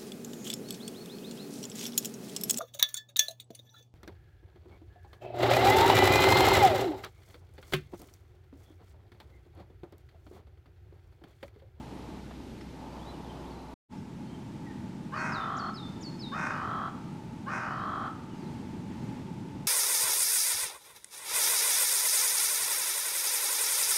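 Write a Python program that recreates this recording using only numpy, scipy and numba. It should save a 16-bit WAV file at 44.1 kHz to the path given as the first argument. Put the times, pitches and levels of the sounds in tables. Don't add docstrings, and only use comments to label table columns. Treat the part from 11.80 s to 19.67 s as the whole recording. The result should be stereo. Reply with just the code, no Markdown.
import sys
import numpy as np
from scipy import signal
from scipy.fft import rfft, irfft
from scipy.io import wavfile
from scipy.ndimage import uniform_filter1d
from numba import njit

SR = 44100
rng = np.random.default_rng(int(sys.argv[2]) if len(sys.argv) > 2 else 0)


def int16_out(signal):
    q = np.round(np.clip(np.atleast_2d(signal).T, -1, 1) * 32767)
    wavfile.write(sys.argv[1], SR, q.astype(np.int16))


N = 347067
T = np.arange(N) / SR

# start in seconds, length in seconds, level in dB before the swell,
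# base pitch in Hz, end of the wide beak in seconds after the start.
CAWS = [(3.314, 0.61, -36, 625.8, 0.17), (4.511, 0.6, -36, 615, 0.16), (5.657, .66, -36.5, 611.8, 0.11)]
# centre in Hz with the beak open, centre in Hz
# nearly shut, width of each of two passes in Hz, level in dB open, level in dB shut.
THROAT = [(590, 470, 315, -5.5, -9), (736, 781, 103, -9.5, -5.5), (925, 978, 475, 5.5, -1),
          (1116, 1180, 373, 0, 0.5), (1396, 1328, 157, 6.5, -1), (1580, 1513, 224, -1.5, -9),
          (1830, 1870, 260, -4.5, -19.5), (2140, 2230, 280, -6, -38), (2500, 2440, 156, -6, -33.5),
          (2670, 3220, 330, -25.5, -21), (5260, 3960, 1200, -17.5, -26), (6100, 7700, 1500, -17, -62),
          (8300, 7600, 4200, -21, -58)]
# start in seconds, length in seconds, turn in seconds after the start, pitch at
# the turn in Hz, held pitch in Hz, half-fall time in seconds, starting level in dB before the
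# loss at high pitch, level rise over the note in dB.
TIT_NOTES = [(3.359, 0.085, -0.02, 7300, 4340, 0.012, -57, 2),
             (3.515, 0.15, 0.0072, 5200, 3524, 0.024, -48, -4.5),
             (3.763, 0.12, 0.014, 7250, 4307, 0.0088, -51.5, 1),
             (3.937, 0.15, 0.012, 5240, 3533, .021, -48.5, -3),
             (4.207, 0.1, .0095, 7130, 4307, 0.014, -51.5, 5.5),
             (4.389, 0.16, 0.011, 5220, 3594, .023, -47.5, -1)]
# start in seconds, length in seconds, pitch at start, middle and
# end in Hz, mid-glide level in dB before wavering, left minus right in dB.
FAR_GLIDES = [(.806, .012, 5350, 5330, 5280, -63, -4), (1.12, .055, 4540, 4730, 4640, -67, 0),
              (1.19, .065, 3030, 3380, 3720, -63, 0), (1.255, .07, 3680, 4020, 4030, -64, 0),
              (1.335, .022, 3000, 2940, 2900, -60.5, 0), (1.435, .03, 3750, 3500, 3150, -65, 0),
              (1.487, .026, 3280, 3150, 3030, -62, 0), (1.635, .05, 3080, 3350, 3900, -64.5, 0),
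              (1.705, .06, 4600, 4220, 3980, -66, 0), (1.76, .065, 4230, 4060, 4200, -69.5, 0),
              (2.17, .027, 5600, 5350, 5100, -69, 0), (2.445, .04, 4250, 4380, 4380, -70, 0),
              (2.487, .069, 3040, 3270, 3080, -66, 0), (2.862, .055, 1960, 1860, 1810, -56, -7),
              (5.963, .1, 4330, 4330, 4180, -65, 0), (5.98, .055, 3850, 3840, 3820, -67, 0),
              (6.49, .065, 3110, 2960, 2840, -69, 0), (6.558, .041, 6400, 6400, 6350, -73, 0),
              (6.575, .105, 5100, 4350, 3930, -68.5, 0)]
# start in seconds, peak in dB, centre in Hz,
# width of each of two passes in Hz.
KNOCKS = [(0.5095, -37, 800, 700), (.512, -50, 1760, 300), (.601, -44, 840, 300), (.81, -43, 1500, 2500),
          (1.269, -42, 775, 350), (7.54, -66, 11000, 9000)]
# time in seconds, level in dB before patchiness.
RUSTLE_ENVELOPE = [(6.98, -85), (7.12, -58), (7.22, -70), (7.4, -61), (7.5, -85)]
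# frequency in Hz and level in dB, both before wavering.
HUM = [(62.6, -51.5), (125.2, -62.5)]
# frequency in Hz, relative level in dB per Hz.
FIRST_MID_SPECTRUM = [(15, -66), (25, -18), (55, -12.5), (93, -7.5), (253, -4.5), (340, -7.5), (500, -14),
                      (740, -12.5), (870, -6.5), (1000, -15), (1660, -27.5), (4150, -33), (13900, -50),
                      (15500, -66)]
FIRST_SIDE_SPECTRUM = [(15, -49), (25, -22), (173, -3), (297, -4), (340, -0.5), (389, -5.5), (1020, -11),
                       (7500, -30), (13900, -42), (15500, -40)]
SECOND_MID_SPECTRUM = [(15, -55), (25, -23.5), (59, -14.5), (122, -2), (215, -0.5), (378, -10.5),
                       (445, -19.5), (762, -24.5), (871, -12), (1020, -26.5), (1850, -32), (2010, -31.5),
                       (7910, -44), (15500, -59)]
SECOND_SIDE_SPECTRUM = [(15, -50), (25, -20), (126, -2), (340, 1.5), (509, -5.5), (1080, -9.5),
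                        (5880, -23.5), (11800, -41), (13900, -39), (15500, -49)]

ATTACK_S, RELEASE_S, EDGE_DB, SAG_DB = 0.028, 0.032, -18, -0.06
SCOOP_SHARE, SCOOP_S, CLIMB_SHARE, PITCH_WANDER_SHARE = .2, .04, 0.0201, .009
FLUTTER_START_HZ, FLUTTER_END_HZ, FLUTTER_SCATTER_SHARE = 61, 45.06, .05
BEAK_AJAR, BEAK_WIDE, OPENING_S, SHUT_AT_S = 0.2, 0.95, 0.08, 0.41
WEAK_PULSE_DB = (-1, -10.5)
FLUTTER_DEPTH = (.14, .1)
FLUTTER_SWEEP_SHARE = (.12, .04)
PERIOD_SCATTER_SHARE, PULSE_SCATTER_DB, BREATH_DB, FOURTH_PULSE_DB = .016, 1.7, -14, -3
OPEN_SCATTER_FACTOR = 1.1
ONSET_S = 0.074
CROW_PAN_DB, TIT_PAN_DB = -2, -4.5
SHADOW_HZ = 1020
FALL_STEEPNESS, HIGH_LOSS_DB_PER_KHZ2 = 2.5, -0.65
FAR_EDGE_DB = -2
RUSTLE_HZ, RUSTLE_WIDTH_HZ = 2000, 1800

BRANCHES_T60_S, BRANCHES_DB = .06, -9
TREES_T60_S, TREES_DB, TREES_SIDE_DB = 0.85, -7.5, -12
ECHO_S, ECHO_DB = 0.1005, -29
TIT_ECHO_DB, FAR_ECHO_DB = 1, 4

FIRST_MID_DB, FIRST_SIDE_DB, SECOND_MID_DB, SECOND_SIDE_DB, SWELL_DB = -43, -52.5, -40, -54, 0.76
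MIDDLE_DB, WIDTH_DB, MIDDLE_HZ = (-4.5, -9.5, -2), (-1, -13.5, -1), (510, 1430)
SINKS_S, RETURNS_S, RAMP_S = 0.41, 0.97, 0.041

CUT_S, CUT_FADE_S, RESUME_S, FADE_IN_S = 1.94, .004, 2.085, 0.041
OFFSET, TOP_HZ = .0004, 15500


def caw(start_s, length_s, db, pitch_hz, wide_until_s):
    i0, i1 = int(start_s * SR), int((start_s + length_s) * SR)
    t = T[:i1 - i0]
    beak_times = [0, OPENING_S, wide_until_s, SHUT_AT_S]
    beak = np.clip(np.interp(t, beak_times, [BEAK_AJAR, BEAK_WIDE, BEAK_WIDE, 0]), 0, 1)
    weak_db, depth, sweep = (shut + (wide - shut) * beak
                             for shut, wide in (WEAK_PULSE_DB, FLUTTER_DEPTH, FLUTTER_SWEEP_SHARE))
    onset = np.minimum(t / ONSET_S, 1)

    flutter_hz = FLUTTER_START_HZ + (FLUTTER_END_HZ - FLUTTER_START_HZ) * t / length_s
    flutter_hz = flutter_hz * (1 + FLUTTER_SCATTER_SHARE * walk(40)[i0:i1])
    cycle = np.cumsum(flutter_hz / SR) % 1
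    scoop = 1 - SCOOP_SHARE * np.maximum(1 - t / SCOOP_S, 0)
    hz = pitch_hz * (scoop + CLIMB_SHARE * (t / length_s) ** 2)
    hz = hz * (1 + sweep * (2 * cycle - 1) * onset + PITCH_WANDER_SHARE * walk(30)[i0:i1])

    scatter = rng.standard_normal((2, 1000))
    roughness = (1 + (OPEN_SCATTER_FACTOR - 1) * beak) * onset
    scatter = scatter * np.interp(np.arange(scatter.shape[1]), np.cumsum(hz) / SR, roughness)
    stretch = 1 + PERIOD_SCATTER_SHARE * scatter[0]
    size = undb(PULSE_SCATTER_DB * scatter[1])
    weak = undb(weak_db * onset ** 2)
    source = unit(pulses(hz, cycle, stretch, size, weak, float(undb(FOURTH_PULSE_DB))))
    source = source + undb(BREATH_DB) * rng.standard_normal(i1 - i0)
    source = source * (1 - np.clip(depth, 0, 1) * np.cos(2 * np.pi * cycle ** 1.92))

    voice = 0
    for k, (open_hz, shut_hz, width_hz, open_db, shut_db) in enumerate(THROAT):
        centre_hz = shut_hz + (open_hz - shut_hz) * beak
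        gain = undb(shut_db + (open_db - shut_db) * beak)
        voice = voice + (-1) ** k * gain * unit(resonance(source, centre_hz, width_hz))
    shape_db = np.interp(t, [0, ATTACK_S, length_s - RELEASE_S, length_s], [EDGE_DB, 0, SAG_DB, EDGE_DB])
    out = np.zeros(N)
    out[i0:i1] = unit(voice) * undb(db + shape_db) * signal.windows.tukey(i1 - i0, .04)
    return out


@njit
def pulses(hz, cycle, stretch, size, weak, fourth):
    y, phase, k, n = np.zeros(len(hz) + 1), 0., 0, 0
    for i in range(len(hz)):
        step = hz[i] * stretch[k] / SR
        phase += step
        if i and cycle[i] < cycle[i - 1]:
            phase = 1.
        if phase == 1.:
            n = 0
        if phase >= 1:
            phase, k, n = phase - 1, k + 1, n + 1
            gain = size[k] * (weak[i] if n % 2 else 1.) * (fourth if n % 4 == 0 else 1.)
            y[i] += gain * phase / step
            y[i + 1] += gain * (1 - phase / step)
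    return y[:-1]


def tit():
    out = 0
    for start_s, length_s, turn_s, top_hz, held_hz, fall_s, db, swell_db in TIT_NOTES:
        t = T[:int(length_s * SR)]
        above_hz = (top_hz - held_hz) / (1 + np.abs((t - turn_s) / fall_s) ** FALL_STEEPNESS)
        level_db = db + swell_db * t / length_s + HIGH_LOSS_DB_PER_KHZ2 * (above_hz / 1000) ** 2
        out = out + whistle(start_s + t, held_hz + above_hz, level_db)
    return out


def whistle(times_s, hz, db):
    i0, i1 = int(times_s[0] * SR), int(times_s[-1] * SR)
    t = T[i0:i1]
    phase = 2 * np.pi * np.cumsum(np.interp(t, times_s, hz)) / SR
    level = undb(np.interp(t, times_s, db)) * signal.windows.tukey(i1 - i0, .12)
    out = np.zeros(N)
    out[i0:i1] = np.sqrt(2) * np.sin(phase) * level
    return out


def far_birds():
    out = 0
    for start_s, length_s, *hz, db, pan_db in FAR_GLIDES:
        times_s = [start_s, start_s + length_s / 2, start_s + length_s]
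        out = out + pan(whistle(times_s, hz, [db + FAR_EDGE_DB, db, db + FAR_EDGE_DB]), pan_db)
    return out * undb(1.8 * walk(150))


def knocks():
    out, t = np.zeros(N), T[:900]
    for start_s, peak_db, hz, width_hz in KNOCKS:
        knock = resonance(rng.standard_normal(len(t)) * np.exp(-t / 0.0057), hz, width_hz)
        i0 = int(start_s * SR)
        out[i0:i0 + len(t)] += undb(peak_db) * knock / np.abs(knock).max()
    return out


def rustle():
    hiss = np.array([unit(resonance(rng.standard_normal(N), RUSTLE_HZ, RUSTLE_WIDTH_HZ)) for _ in "LR"])
    return hiss * undb(np.interp(T, *np.transpose(RUSTLE_ENVELOPE)) + 1.9 * walk(40))


def trees(x):
    t = T[:SR]
    blur = rng.standard_normal((2, SR)) * 10 ** (-3 * t / BRANCHES_T60_S)
    tail = rng.standard_normal((2, SR)) * 10 ** (-3 * t / TREES_T60_S) * np.minimum(t / 0.003, 1)
    echo = rng.standard_normal((2, SR)) * np.exp(-((t - ECHO_S) / 0.0077) ** 2)
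    blur, tail, echo = (v / np.sqrt(np.sum(v ** 2) / 2) for v in (blur, tail, echo))
    mid, side = undb(BRANCHES_DB) * blur + undb(TREES_DB) * tail + undb(ECHO_DB) * echo
    short_waves = signal.butter(2, SHADOW_HZ, "high", fs=SR, output="sos")
    side = undb(TREES_SIDE_DB) * signal.sosfilt(short_waves, side)
    return signal.fftconvolve(x[None], np.array([mid + side, mid - side]))[:, :N]


def first_place():
    mid, side = rumble(FIRST_MID_SPECTRUM, FIRST_MID_DB, FIRST_SIDE_SPECTRUM, FIRST_SIDE_DB)
    turn = 2 * np.pi * np.cumsum(1 + 0.0033 * walk(1.7)) / SR
    hum = sum(np.sqrt(2) * undb(db + .6 * walk(5.3)) * np.sin(hz * turn) for hz, db in HUM)
    mid = dip(mid, MIDDLE_HZ, "band", MIDDLE_DB)
    side = dip(side, MIDDLE_HZ[0], "high", WIDTH_DB)
    return np.array([mid + hum, side])


def rumble(mid_spectrum, mid_db, side_spectrum, side_db):
    mid, side = (unit(irfft(rfft(rng.standard_normal(N)) * on_log(s), N))
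                 for s in (mid_spectrum, side_spectrum))
    return np.array([mid * undb(mid_db), side * undb(side_db)]) * undb(SWELL_DB * walk(5.16))


def dip(x, hz, kind, levels_db):
    band = signal.sosfiltfilt(signal.butter(2, hz, kind, fs=SR, output="sos"), x)
    edges = np.add.outer([SINKS_S, RETURNS_S], [-RAMP_S / 2, RAMP_S / 2]).ravel()
    before, sunk, after = levels_db
    return x + band * (undb(np.interp(T, edges, [before, sunk, sunk, after])) - 1)


def resonance(x, hz, width_hz):
    hz = hz * np.ones(len(x))
    return glide_band(glide_band(x, hz, 1. * width_hz), hz, 1. * width_hz)


@njit
def glide_band(x, hz, width_hz):
    y, band, low = np.empty(len(x)), 0., 0.
    for i in range(len(x)):
        g, k = np.tan(np.pi * hz[i] / SR), width_hz / hz[i]
        v = (band + g * (x[i] - low)) / (1 + g * (g + k))
        band, low, y[i] = 2 * v - band, low + 2 * g * v, k * v
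    return y


def walk(rate_hz):
    k = int(SR / rate_hz)
    steps = np.repeat(rng.standard_normal(N // k + 1), k)
    return unit(uniform_filter1d(uniform_filter1d(steps, k), k)[:N])


def on_log(table):
    hz, db = np.transpose(table)
    return undb(np.interp(np.log(np.fft.rfftfreq(N, 1 / SR) + 1e-9), np.log(hz), db))


def undb(db):
    return 10 ** (np.asarray(db) / 20)


def unit(x):
    return x / np.sqrt(np.mean(x ** 2))


def pan(x, db):
    return x * undb(np.array([[db], [-db]]) / 2)


def scene():
    crow, small, far = sum(caw(*row) for row in CAWS), tit(), far_birds()
    low = signal.sosfiltfilt(signal.butter(4, SHADOW_HZ, fs=SR, output="sos"), crow)
    direct = low + pan(crow - low, CROW_PAN_DB) + pan(small, TIT_PAN_DB) + far
    near = direct + knocks() + rustle()
    scattered = trees(crow + undb(TIT_ECHO_DB) * small + undb(FAR_ECHO_DB) * far.mean(axis=0))
    second_place = rumble(SECOND_MID_SPECTRUM, SECOND_MID_DB, SECOND_SIDE_SPECTRUM, SECOND_SIDE_DB)
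    mid, side = np.where(T < 2, first_place(), second_place)
    return near + scattered + np.array([mid + side, mid - side])


def record(dry):
    first_gate = np.clip((CUT_S + CUT_FADE_S / 2 - T) / CUT_FADE_S, 0, 1)
    second_gate = np.clip((T - RESUME_S) / FADE_IN_S, 0, 1) ** 2
    low_pass = signal.ellip(10, .2, 80, TOP_HZ, fs=SR, output="sos")
    return signal.sosfilt(low_pass, (dry + OFFSET) * (first_gate + second_gate))


dry = scene()
out = record(dry)
int16_out(out)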